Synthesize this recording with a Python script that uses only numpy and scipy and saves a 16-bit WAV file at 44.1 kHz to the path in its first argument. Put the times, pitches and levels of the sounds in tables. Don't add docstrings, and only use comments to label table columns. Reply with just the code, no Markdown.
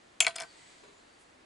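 import sys
import numpy as np
from scipy import signal
from scipy.fft import rfft, irfft
from scipy.io import wavfile

SR = 44100
rng = np.random.default_rng(int(sys.argv[2]) if len(sys.argv) > 2 else 0)


def wav_out(sig):
    wavfile.write(sys.argv[1], SR, np.round(np.clip(np.atleast_2d(sig).T, -1, 1) * 32767).astype(np.int16))


N = 63945
TIME = np.arange(N) / SR

# start in seconds, knock level in dB, clack level in dB,
# clack pitch in Hz, tick level in dB, tick pitch in Hz.
CONTACTS = [(0.2041, -34, -18, 2970, -11, 7600), (0.2068, -64, -18, 2670, -16, 7280),
            (0.2237, -43, -24, 2400, -34, 4860), (0.2472, -42.5, -26, 2620, -34, 5300),
            (0.2666, -30, -16.5, 2080, -19.5, 4350), (0.2711, -39.5, -34, 2230, -35, 4300),
            (0.2804, -68, -36, 3200, -28.5, 7300), (0.3072, -54, -41.5, 2740, -60, 4200),
            (0.3566, -47, -46.5, 2230, -39, 7500), (0.3596, -49, -54, 5160, -29.5, 6900),
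            (0.3626, -48, -65, 4330, -26.5, 9700), (0.3835, -47.5, -36, 2340, -33.5, 4370),
            (0.3939, -47.5, -40.5, 2120, -44, 5900), (0.4012, -43.5, -45, 1860, -30, 6000),
            (0.4070, -42, -39, 2050, -31.5, 4450), (0.4180, -49.5, -49, 2200, -33, 5500),
            (0.4224, -46, -48, 1900, -36, 5260), (0.4348, -45.5, -46, 2060, -43.5, 5340)]


def from_db(db):
    return 10 ** (np.asarray(db) / 20)


def unit_rms(x):
    return x / np.sqrt(np.mean(x ** 2) + 1e-20)


def pan(db):
    return from_db(np.array([[db], [-db]]) / 2)


def butterworth(x, order, hz, kind):
    return signal.sosfilt(signal.butter(order, hz, kind, fs=SR, output="sos"), x + 1e-18)


def colour(x, points):
    hz, db = np.transpose(points)
    freqs = np.maximum(np.fft.rfftfreq(N, 1 / SR), 1)
    return irfft(rfft(x) * from_db(np.interp(np.log(freqs), np.log(hz), db)), N)


def decay(start, t60):
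    age = TIME - start
    return (age >= 0) * np.exp(-np.log(1000) * np.clip(age / t60, 0, 10))


def mode(start, hz, t60):
    return decay(start, t60) * np.sin(2 * np.pi * hz * (TIME - start))


def burst(start, hz, octaves, t60):
    edges = np.clip([hz / 2 ** octaves, hz * 2 ** octaves], 20, [SR / 3, SR / 2.2])
    envelope = decay(start, t60)
    band = butterworth(envelope * rng.choice([-1, 1], N), 2, edges, "band")
    return unit_rms(band) * np.sqrt(np.mean(envelope ** 2))


def diffuse(points):
    # frequency in Hz, side minus mid level in dB.
    width = [(60, -21.5), (150, -10), (300, -5), (700, 4), (2000, -0.5), (6000, -7), (11000, -8.5)]
    mid, side = colour(rng.standard_normal((2, N)), points)
    return mid + colour(side, width) * np.array([[1], [-1]])


def waver(hz):
    return unit_rms(butterworth(rng.standard_normal(N), 2, hz, "low"))


def hiss():
    # frequency in Hz, level in dB.
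    spectrum = [(15, -51), (27, -10), (96, -7.5), (156, -7.5), (288, -2.5), (400, -4), (490, -7.5),
                (668, -6.5), (1030, -9.5), (1800, -10.5), (5820, -21.5), (11000, -28), (14300, -57)]
    return from_db(-60) * unit_rms(diffuse(spectrum))


def table_knocks():
    # frequency in Hz, level in dB, T60 in seconds, left minus right in dB.
    table_modes = [(458, -22.5, .1, 18), (668.5, -5, 0.15, -12), (707, -21.5, 0.11, -9.5),
                   (926, -9, 0.063, -7), (1512, -4, 0.082, 8.5), (1542, -12, 0.18, -0.5),
                   (1900, -19, 0.51, -7.5)]
    out = np.zeros((2, N))
    for start, knock_db, *_ in CONTACTS:
        knock = from_db(1) * burst(start, hz=1150, octaves=0.57, t60=0.075)
        for hz, db, t60, pan_db in table_modes:
            knock = knock + pan(pan_db) * from_db(db) * mode(start, hz, t60)
        out += from_db(knock_db) * knock
    return out


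def table_shudder():
    # frequency in Hz, level in dB.
    spectrum = [(30, -10.5), (55, -17), (150, -1), (250, -14), (500, -17)]
    power = sum((from_db(knock_db) * decay(start, t60=0.16)) ** 2 for start, knock_db, *_ in CONTACTS)
    return from_db(-14.5) * np.sqrt(power) * unit_rms(diffuse(spectrum))


def metal_clacks():
    # frequency in Hz, level in dB, lingering T60 in seconds.
    pressed_modes = [(2000, -5, 0.09), (2198, -2, 0.067), (2262, -16.5, 0.05), (2529, 0, .11),
                     (2700, -2, .08), (2845, -8, .1), (3297, -1, 0.027), (4267, 1.5, 0.091)]
    rise_s, fast_t60_s, linger_db, width_octaves = 0.00045, 0.025, -22.5, 0.39
    out = np.zeros(N)
    for start, _, clack_db, clack_hz, tick_db, tick_hz in CONTACTS:
        clack = from_db(-5.5) * burst(start, clack_hz, octaves=0.34, t60=fast_t60_s)
        for hz, db, t60 in pressed_modes:
            excitation = 1 / (1 + (2 * np.log2(hz / clack_hz) / width_octaves) ** 2)
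            vibration = mode(start, hz, fast_t60_s) + from_db(linger_db) * mode(start, hz, t60)
            clack += excitation * from_db(db) * vibration
        clack *= 1 - np.exp(-np.maximum(TIME - start, 0) / rise_s)
        tick = burst(start, tick_hz, octaves=0.24, t60=0.0046)
        splash = from_db(-2.5) * burst(start, hz=7760, octaves=1.0, t60=0.0092)
        out += from_db(clack_db) * clack + from_db(tick_db) * (tick + splash)
    return out


def metal_rings():
    # start in seconds, level in dB.
    rings = [(0.2041, -18.5), (0.2804, -47), (0.419, -50.5)]
    # frequency in Hz, level in dB, T60 in seconds.
    free_modes = [(6237, -12, .135), (6443, -17, .11), (6731, -12.5, .15), (7208, -2, .135),
                  (10581, -15, .13), (10938, -21, .13)]
    # start in seconds, frequency in Hz, level in dB.
    pings = [(0.2805, 3990, -46), (0.2805, 9045, -52), (0.3596, 4980, -42.5)]
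    out = np.zeros(N)
    for start, ring_db in rings:
        out += sum(from_db(ring_db + db) * mode(start, hz, t60) for hz, db, t60 in free_modes)
    for start, hz, db in pings:
        out += from_db(db) * mode(start, hz, t60=0.16)
    return out


def body_response(x):
    # frequency in Hz, gain in dB, Q.
    resonances = [(476, 10, 8.7), (561, -8.5, 4.9), (706, 5, 8.2), (810, -1, 16), (1050, -4, 2.3),
                  (1704, -9.5, 35), (2286, 9.5, 23), (3397, 7.5, 7), (3860, -6, 13), (4340, 8, 10),
                  (5280, 6, 22), (5900, -8.5, 13), (8360, 6.5, 21), (10560, -3.5, 6.7)]
    for hz, db, q in resonances:
        angle, gain = 2 * np.pi * hz / SR, from_db(db / 2)
        damping = np.sin(angle) / (2 * q)
        numerator = [1 + damping * gain, -2 * np.cos(angle), 1 - damping * gain]
        denominator = [1 + damping / gain, -2 * np.cos(angle), 1 - damping / gain]
        x = signal.lfilter(numerator, denominator, x + 1e-18)
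    return butterworth(x, order=3, hz=445, kind="high")


def cabin(x):
    # delay in milliseconds, level in dB.
    echoes = [(2.8, -7.5), (3.9, -11.5)]
    # frequency in Hz, level in dB.
    spectrum = [(150, -16), (600, -9), (2500, -17.5), (5000, -9.5), (8000, -16), (11000, -11.5)]
    dull = butterworth(x, order=1, hz=710, kind="low")
    early = np.zeros((2, N))
    for ms, db in echoes:
        delayed = np.array([np.interp(TIME - ms / 1000, TIME, side, left=0) for side in dull])
        early += from_db(db) * delayed
    fade = decay(0.003, t60=0.12)
    tail = diffuse(spectrum) * fade / np.sqrt(np.sum(fade ** 2))
    return x + early + signal.fftconvolve(x, tail, axes=1)[:, :N]


def metal_scrape():
    # time in seconds, level in dB.
    levels = [(0.29, -68), (0.335, -59.5), (0.362, -55), (0.378, -54.5), (0.41, -60), (0.48, -74)]
    # frequency in Hz, level in dB.
    spectrum = [(500, 7), (1500, 2), (3000, 3), (6000, -14), (11000, -10)]
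    slips_per_s, spread_db = 3300, 8
    slips = (rng.random(N) < slips_per_s / SR) * rng.choice([-1, 1], N)
    strengths = from_db(spread_db * rng.standard_normal(N))
    envelope = from_db(np.interp(TIME, *np.transpose(levels), left=-np.inf, right=-np.inf))
    return envelope * unit_rms(colour(slips * strengths, spectrum))


def sleeve_rustle():
    # time in seconds, level in dB.
    levels = [(0.3, -69), (0.46, -61.5), (0.55, -59), (0.72, -58.5), (0.79, -60.5), (0.88, -64.5),
              (1.02, -66.5), (1.22, -67.5), (1.44, -72.5)]
    # frequency in Hz, level in dB.
    spectrum = [(200, -3), (700, -2), (1500, -3.5), (2000, 3.5), (2700, -0.5), (4600, 2), (5600, -5.5),
                (7000, -0.5), (8100, -1), (9000, -9), (11000, -14.5)]
    return from_db(np.interp(TIME, *np.transpose(levels))) * unit_rms(diffuse(spectrum))


def sleeve_whistles():
    # start and length in seconds, first and last frequency in Hz, level in dB.
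    glides = [(0.437, 0.13, 4730, 4340, -62.5), (0.568, 0.12, 2012, 1980, -65),
              (0.491, 0.28, 8450, 7730, -70), (0.795, 0.036, 5850, 7200, -67.5),
              (0.855, 0.045, 6370, 6830, -69), (0.925, 0.085, 7070, 7080, -70),
              (0.978, 0.059, 4200, 4150, -72), (1.06, 0.14, 4635, 4614, -76)]
    wander_fraction, wander_hz, half_width_hz = 0.00903, 40.2, 62
    out = np.zeros(N)
    for start, length, first_hz, last_hz, db in glides:
        progress = np.clip((TIME - start) / length, 0, 1)
        hz = (first_hz + (last_hz - first_hz) * progress) * (1 + wander_fraction * waver(wander_hz))
        phase = 2 * np.pi * np.cumsum(hz) / SR
        band = waver(half_width_hz) * np.cos(phase) + waver(half_width_hz) * np.sin(phase)
        out += from_db(db) * np.sin(np.pi * progress) * band
    return out


def soft_bump():
    # frequency in Hz, level in dB, T60 in seconds.
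    hollow_modes = [(404.7, -2.5, 0.31), (966, -7.5, 0.15), (4000, -11, 0.22)]
    # frequency in Hz, level in dB.
    spectrum = [(200, -6), (440, 8), (750, -6), (1400, -2), (3800, -9), (6000, -21.5)]
    out = np.zeros((2, N))
    for start, touch_db in [(0.835, 0), (0.88, -3.5)]:
        ring = sum(from_db(db - 53) * mode(start, hz, t60) for hz, db, t60 in hollow_modes)
        rub = from_db(-54.5) * decay(start, t60=0.31) * unit_rms(diffuse(spectrum))
        out += from_db(touch_db) * (rub + pan(5.5) * ring)
    return out


def sleeve_swish():
    peak_s, width_s = 1.215, 0.027
    treble = butterworth(rng.standard_normal(N), order=2, hz=7440, kind="high")
    return from_db(-61.5) * np.exp(-((TIME - peak_s) / width_s) ** 2) * unit_rms(treble)


def scene():
    metal = pan(3) * (metal_clacks() + metal_rings())
    clatter = cabin(body_response(metal + table_knocks() + metal_scrape()))
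    sleeve = sleeve_rustle() + sleeve_swish() + sleeve_whistles()
    return clatter + sleeve + table_shudder() + soft_bump() + hiss()


def record(dry):
    cutoff_hz = 11000
    return signal.sosfilt(signal.ellip(10, .3, 70, cutoff_hz, fs=SR, output="sos"), dry)


dry = scene()
out = record(dry)
wav_out(out)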